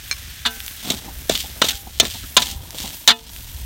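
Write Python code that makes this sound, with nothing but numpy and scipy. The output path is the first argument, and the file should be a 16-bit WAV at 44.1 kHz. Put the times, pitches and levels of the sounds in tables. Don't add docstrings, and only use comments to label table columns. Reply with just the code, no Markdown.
import sys
import numpy as np
from scipy import signal
from scipy.fft import rfft, irfft
from scipy.io import wavfile

SR = 44100
rng = np.random.default_rng(int(sys.argv[2]) if len(sys.argv) > 2 else 0)


def output_pcm(signal):
    pcm = np.clip(np.atleast_2d(signal).T, -1, 1) * 32767
    wavfile.write(sys.argv[1], SR, np.round(pcm).astype(np.int16))


N = 160965

# pitch_hz, density_db
RUMBLE_SPECTRUM = [(25,-2),(45,5.5),(70,9),(95,-1.5),(133,-4.5),(200,-20.5),(280,-28.5)]
# time_s, treble_db, middle_db, rumble_db
FRY_LEVELS = [(0,-41.5,-41,-40),(.4,-45,-40.5,-36),(.7,-39,-41,-44),(1.0,-43.5,-44.5,-40.5),(1.55,-40,-43.5,-38),(1.8,-42.5,-49.5,-43.5),(1.97,-47,-48,-37.5),
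              (2.25,-40.5,-41.5,-37),(2.36,-39.5,-46.5,-44),(2.58,-46.5,-54,-37),(2.95,-37,-46.5,-44.5),(3.2,-56,-56,-49),(3.35,-41.5,-48,-36),(3.65,-43.5,-47.5,-37.5)]
# start_s, length_s, from_hz, to_hz, level_db
CHIRPS = [(0.268, .055, 5400, 3400, -45), (3.2, .17, 4000, 6900, -52)]
# time_s, drive_db
TRILL_DRIVE = [(2.3, -76), (2.6, -51), (3.2, -60.5), (3.65, -57)]
TRILL_HZ, TRILL_MID_RATE_HZ, TRILL_STAGE_T60_S = 945, 24, .022

# pitch_hz, density_db
SIZZLE_TREBLE = [(5500,-7.5),(7500,-4.5),(9500,0.5),(10600,-3),(12000,4),(14300,3),(16200,1)]
# pitch_hz, density_db
SIZZLE_MIDDLE = [(300,-18.5),(450,-36.5),(800,-17),(1200,-9),(1700,-0.5),(2400,-2),(3500,0),(4600,-5.5),(6000,-5)]
FIZZ_PER_S, FIZZ_SPREAD_DB = 9000, 3.5
# start_s, level_db, pitch_hz
TICKS = [(0.604, -11, 3300), (0.6639, -10, 6760), (0.6807, -10, 3250), (1.3769, -8, 3650),
         (1.672, -14, 3400), (1.6986, -8.5, 2820), (1.7076, -4.5, 3220), (2.489, -12, 4450),
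         (2.5142, -9.5, 6300), (2.707, -13, 5600), (2.9053, -17, 3260), (3.3633, -17.5, 3000)]
TICK_T60_CYCLES, TICK_CRACK_DB = 6.4, 3
# start_s, level_db, centre_hz
SOFT_KNOCKS = [(1.075,-34.5,815),(1.437,-36.5,800),(1.715,-36,1530),(1.865,-38.5,830),(2.141,-37,806),(2.231,-38,1440),(2.739,-36.5,604),(2.837,-32,820)]
KNOCK_FALL_S, KNOCK_BASS_HZ, KNOCK_BASS_DB = .021, 245, -0.5

# time_s, scrape_db, drag_db
STROKE_LEVELS = [(.72,-52,-54),(.8,-40.5,-54),(.87,-34,-36.5),(.91,-25,-26),(1.0,-40,-44),(1.28,-70,-50.5),(1.31,-27.5,-27),(1.4,-28,-49.5),(1.47,-39.5,-50),
                 (1.61,-60,-45),(1.64,-25.5,-28),(1.72,-27.5,-48),(1.78,-37.5,-50),(1.82,-53,-49),(2.0,-40,-52),(2.03,-34,-26),(2.12,-30,-52.5),(2.19,-35.5,-52.5),(2.36,-61,-51),
                 (2.4,-25.5,-33.5),(2.52,-35,-44.5),(2.57,-46.5,-48),(2.72,-44.5,-46),(2.78,-32,-41.5),(2.85,-31,-44),(3.0,-44,-51),(3.06,-45,-53)]
# pitch_hz, density_db
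SCRAPE_SPECTRUM = [(1200,-23),(1830,-8.5),(2300,-4.5),(3290,6),(4200,2.5),(4860,0.5),(8820,-2.5),(10500,-11.5),(13500,-5),(15900,-7.5)]
# pitch_hz, density_db
DRAG_SPECTRUM = [(140,5),(236,6),(418,-3.5),(700,-2.5),(1000,-7),(1500,-11)]
GRIT_MID_PER_S, GRIT_SPREAD_DB = 4500, 4.6

# start_s, level_db
TAPS = [(0.1124, -4), (0.1204, -12.5), (0.1269, -12.5)]
# pitch_hz, level_db, t60_s
BLADE_MODES = [(1107, -27.5, .1), (1600, -2.5, 0.01), (2330, -2, 0.035), (4210, -0.5, 0.036),
               (5330, -11, 0.2), (6360, 1.5, 0.01), (7800, -23, 0.065), (8930, -18, 0.061)]
BLADE_DB = -8.5
# start_s, level_db, pitch_hz
HUMS = [(.46, -45, 794), (0.461, -31, 1542), (1.63, -44, 797), (1.71, -43.5, 798), (2.45, -43, 794)]
HUM_T60_CYCLES, HUM_RISE_S = 750, 0.0054

# start_s, level_db, thud_db, low_middle_db, low_middle_hz, treble_db, chatter_s, long_ring_db
BLOWS = [(.452,-5,-55,7.5,1800,-11,0.01,11),(0.46,-3,-50,2,1620,-6,0.017,5),(0.902,-3.5,-12,-16,1200,1,0.0022,-30),(1.295,-4,3,0,1670,2.5,0.0027,-2),(1.314,-11,-16,-13,1000,-2,0.012,3),(1.352,-5,-37,-16,1600,-6,0.004,-26),
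         (1.617,3,-9.5,5,1260,-3.5,0.0055,2.5),(1.64,-5,-9.5,-4,1000,-5,0.013,2),(1.686,-3,-23,-9,1900,0,0.0029,0),
         (1.999,6.5,-14,-15,1680,0.5,0.0092,-1),(2.052,-11.5,-10,1.5,1500,-1,0.0056,-18),(2.367,8,-15.5,1.5,1000,-1,0.0077,-4),(2.377,2.5,-39,0.5,970,-14,0.0036,6),(2.42,-4.5,-21,-9,1500,0,0.0051,-10),
         (3.076,9.5,-27,-6,1170,-1.5,0.0039,4),(3.086,7,-30,1,1300,-7.5,0.014,-1.5),(3.104,4,-34,-1,1580,-9.5,0.016,2.5)]
# pitch_hz, level_db, t60_s
WOK_MODES = [(235.7,-9.5,0.23),(450,-19.5,0.39),(696,-11,0.2),(885,-6,0.22),(989,-4.5,0.17),(1250,-22,0.2),(1335,-12,0.19),(1767,-0.5,0.14),(2550,-6,0.14),(2870,-2.5,0.15),(3000,-23,0.23),(3515,0.5,0.14),(4010,-3,0.096)]
# pitch_hz, level_db
CLANK_LEVELS = [(700,-14),(1750,-8.5),(2300,-11.5),(2900,-6.5),(3650,3),(4300,-2),(5000,-9.5),(6600,-1),(9000,-10),(16000,-9)]
# pitch_hz, t60_s
CLANK_T60 = [(1000, 0.05), (3500, 0.046), (6000, 0.044), (12000, 0.012)]
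# pitch_hz, level_db, t60_s
THUD_MODES = [(202,-6.5,0.0085),(405,0.5,0.011),(663,-4,0.029)]
CHATTER_PER_S, THUD_LAG_S = 1500, 0.0014
CLANK_DB, RING_DB = -6, -25
MIDDLE_TOP_HZ, TREBLE_FROM_HZ = 2000, 5200
MIDDLE_FALL_DB = 10

OVERLOAD_CEILING, STOPBAND_HZ = 2.07, 16400


def from_db(db):
    return 10 ** (np.asarray(db) / 20)


def rms_one(x):
    return x / np.sqrt(np.mean(x ** 2) + 1e-20)


def in_time(rows):
    time_s, *columns = np.transpose(rows)
    return [np.interp(np.arange(N) / SR, time_s, column) for column in columns]


def at_hz(points, hz):
    points = np.array(points)
    return np.interp(np.log(hz), np.log(points[:, 0]), points[:, 1])


def drift(rate_hz):
    r = np.exp(-80 * np.pi * rate_hz / SR)
    white = rng.standard_normal(N // 40 + 2002)
    slow = signal.lfilter([1], [1, -2 * r, r * r], white)[2000:]
    return np.interp(np.arange(N) / 40, np.arange(len(slow)), rms_one(slow - slow.mean()))


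def ring(drive, hz, t60_s):
    r = from_db(-60 / (max(t60_s, .0005) * SR))
    w = 2 * np.pi * hz / SR
    return signal.lfilter([0, np.sin(w)], [1, -2 * r * np.cos(w), r * r], drive + 1e-18)


def colour(x, spectrum):
    hz = np.maximum(np.arange(N // 2 + 1) * SR / N, 1)
    low_hz, high_hz = spectrum[0][0], spectrum[-1][0]
    beyond = np.minimum(hz / low_hz, 1) ** 3 * np.minimum(high_hz / hz, 1) ** 3
    return rms_one(irfft(rfft(x) * from_db(at_hz(spectrum, hz)) * beyond, N))


def grains(per_s, spread_db):
    size_db = spread_db * np.minimum(rng.exponential(1, N), 4)
    sizes = from_db(size_db) * rng.choice([-1, 1], N)
    return sizes * (rng.random(N) < per_s / SR)


def rumble():
    level_db = in_time(FRY_LEVELS)[2] + 2 * drift(3)
    return from_db(level_db) * colour(rng.standard_normal(N), RUMBLE_SPECTRUM)


def chirps():
    out = np.zeros(N)
    for start_s, length_s, from_hz, to_hz, level_db in CHIRPS:
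        n, i = int(length_s * SR), int(start_s * SR)
        phase = 2 * np.pi * np.cumsum(np.linspace(from_hz, to_hz, n)) / SR
        out[i:i + n] += from_db(level_db) * np.sqrt(np.hanning(n)) * np.sin(phase)
    return out


def trill():
    drive_db, = in_time(TRILL_DRIVE)
    rate_hz = TRILL_MID_RATE_HZ * from_db(2 * drift(4.04))
    beats = np.diff(np.floor(np.cumsum(rate_hz) / SR), prepend=0)
    beats = beats * (np.arange(N) > TRILL_DRIVE[0][0] * SR)
    once = ring(beats * from_db(drive_db - 19), TRILL_HZ, TRILL_STAGE_T60_S)
    return ring(once, TRILL_HZ, TRILL_STAGE_T60_S)


def sizzle():
    treble_db, middle_db, _ = in_time(FRY_LEVELS)
    fizz = grains(FIZZ_PER_S, FIZZ_SPREAD_DB)
    treble = from_db(treble_db + 1.9 * drift(22)) * colour(fizz, SIZZLE_TREBLE)
    middle = from_db(middle_db + 0.3 * drift(14.0)) * colour(fizz, SIZZLE_MIDDLE)
    return treble + middle


def ticks():
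    out = np.zeros(N)
    for start_s, level_db, hz in TICKS:
        i, crack = int(start_s * SR), np.zeros(400)
        crack[:3] = np.array([1, -2, 1]) * from_db(TICK_CRACK_DB) / 2
        body = ring(np.eye(1, 400)[0], hz, TICK_T60_CYCLES / hz)
        out[i:i + 400] += from_db(level_db) * (crack + body)
    return signal.sosfilt(signal.butter(3, 1400, "high", fs=SR, output="sos"), out)


def soft_knocks():
    out, t = np.zeros(N), np.arange(4000) / SR
    envelope = np.minimum(t / 0.0085, 1) * np.exp(-(t / KNOCK_FALL_S) ** 2)
    for start_s, level_db, hz in SOFT_KNOCKS:
        i, white = int(start_s * SR), rng.standard_normal(4000)
        band = signal.butter(2, [hz * 0.9, hz * 1.12], "band", fs=SR, output="sos")
        puff = rms_one(signal.sosfilt(band, white))
        bass = from_db(KNOCK_BASS_DB) * rms_one(ring(white, KNOCK_BASS_HZ, 0.026))
        out[i:i + 4000] += from_db(level_db) * (puff + bass) * envelope
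    return out


def scraping():
    scrape_db, drag_db = in_time(STROKE_LEVELS)
    grit = grains(GRIT_MID_PER_S * from_db(1.6 * drift(43)), GRIT_SPREAD_DB)
    scrape = from_db(scrape_db + 2 * drift(36)) * colour(grit, SCRAPE_SPECTRUM)
    drag = from_db(drag_db) * colour(grit * from_db(2.1 * drift(33)), DRAG_SPECTRUM)
    return scrape + drag


def taps():
    start_s, level_db = np.transpose(TAPS)
    clicks = np.zeros(N)
    clicks[(start_s * SR).astype(int)] = from_db(level_db + BLADE_DB)
    return sum((-1) ** k * from_db(mode_db) * ring(clicks, hz, t60_s)
               for k, (hz, mode_db, t60_s) in enumerate(BLADE_MODES))


def hums():
    out = np.zeros(N)
    for start_s, level_db, hz in HUMS:
        t = np.maximum(np.arange(N) / SR - start_s, 0)
        decay = from_db(level_db - 60 * t * hz / HUM_T60_CYCLES)
        out += decay * (1 - np.exp(-t / HUM_RISE_S)) * np.sin(2 * np.pi * hz * t)
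    return out


def chatter(length_s):
    steps = rng.exponential(1 / CHATTER_PER_S, (len(length_s), 60))
    after_s = np.cumsum(steps, axis=1) - steps[:, :1]
    fade = np.clip((np.maximum(length_s, .001)[:, None] - after_s) / .001, 0, 1)
    force = fade * rng.choice([-1, 1], after_s.shape) * rng.uniform(0.65, 1, after_s.shape)
    return after_s, force * np.exp(-1.2 * after_s / length_s[:, None])


def middle_fall_db(hz, centre_hz):
    return -MIDDLE_FALL_DB * np.log2(hz / centre_hz) ** 2


def clank(where, force):
    _, level_db, _, middle_db, middle_hz, treble_db, _, _ = np.transpose(BLOWS)
    size, edges_hz, crowd = 4096, np.geomspace(620, 16500, 26), 0
    t, bin_hz = np.arange(size) / SR, np.arange(1, size // 2 + 2) * SR / size
    white = rfft(rng.standard_normal((len(BLOWS), size)))
    pushes = rfft([np.bincount(at - at[0], push, size)[:size] for at, push in zip(where, force)])
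    for low_hz, high_hz in zip(edges_hz, edges_hz[1:]):
        hz = np.sqrt(low_hz * high_hz)
        inside = np.abs(np.log(bin_hz / hz)) < np.log(high_hz / low_hz) / 2
        t60_s = at_hz(CLANK_T60, hz)
        decaying = irfft(white * inside, size) * from_db(-60 * t / t60_s)
        struck = irfft(rfft(decaying) * pushes, size)
        struck = struck * np.sqrt(t60_s * SR / 100 / (struck ** 2).sum(axis=1, keepdims=True))
        share_db = 0
        if hz < MIDDLE_TOP_HZ:
            share_db = middle_db + middle_fall_db(hz, middle_hz)
        elif hz > TREBLE_FROM_HZ:
            share_db = treble_db
        band_db = level_db + CLANK_DB + at_hz(CLANK_LEVELS, hz) + share_db
        crowd = crowd + from_db(band_db)[:, None] * struck
    out = np.zeros(N)
    for start, body in zip(where[:, 0], crowd):
        out[start:start + size] += body
    return out


def bowl_ring(where, force, after_s):
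    _, level_db, _, _, middle_hz, _, _, ring_db = np.transpose(BLOWS)
    out = np.zeros(N)
    for hz, mode_db, t60_s in WOK_MODES:
        phasors = force * np.exp(2j * np.pi * hz * after_s)
        summed = np.abs(phasors.sum(axis=1)) + np.sqrt((force ** 2).sum(axis=1)) / 2
        in_middle = WOK_MODES[2][0] < hz < MIDDLE_TOP_HZ
        near_db = middle_fall_db(hz, middle_hz) if in_middle else 0
        gain = from_db(level_db + mode_db + RING_DB + ring_db + near_db) / summed
        clicks = np.zeros(N)
        np.add.at(clicks, where, force * gain[:, None])
        out = out + ring(clicks, hz, t60_s)
    return out


def thud():
    start_s, level_db, thud_db = np.transpose(BLOWS)[:3]
    clicks = np.zeros(N)
    clicks[((start_s + THUD_LAG_S) * SR).astype(int)] = from_db(level_db + thud_db)
    body = sum((-1) ** k * from_db(mode_db) * ring(clicks, hz, t60_s)
               for k, (hz, mode_db, t60_s) in enumerate(THUD_MODES))
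    return signal.sosfilt(signal.butter(4, 800, fs=SR, output="sos"), body)


def blows():
    columns = np.transpose(BLOWS)
    start_s, length_s = columns[0], columns[6]
    after_s, force = chatter(length_s)
    where = ((start_s[:, None] + after_s) * SR).astype(int)
    out = clank(where, force) + bowl_ring(where, force, after_s) + thud()
    return signal.sosfilt(signal.butter(3, 120, "high", fs=SR, output="sos"), out)


def scene():
    background = rumble() + chirps() + trill()
    wok = sizzle() + ticks() + soft_knocks()
    spatula = scraping() + taps() + hums() + blows()
    return (background + wok + spatula)[None]


def record(dry):
    hard = dry / (1 + np.abs(dry / OVERLOAD_CEILING) ** 6) ** (1 / 6)
    lowpass = signal.cheby2(20, 60, STOPBAND_HZ, fs=SR, output="sos")
    return np.clip(signal.sosfilt(lowpass, hard), -1, 1)


dry = scene()
out = record(dry)
output_pcm(out)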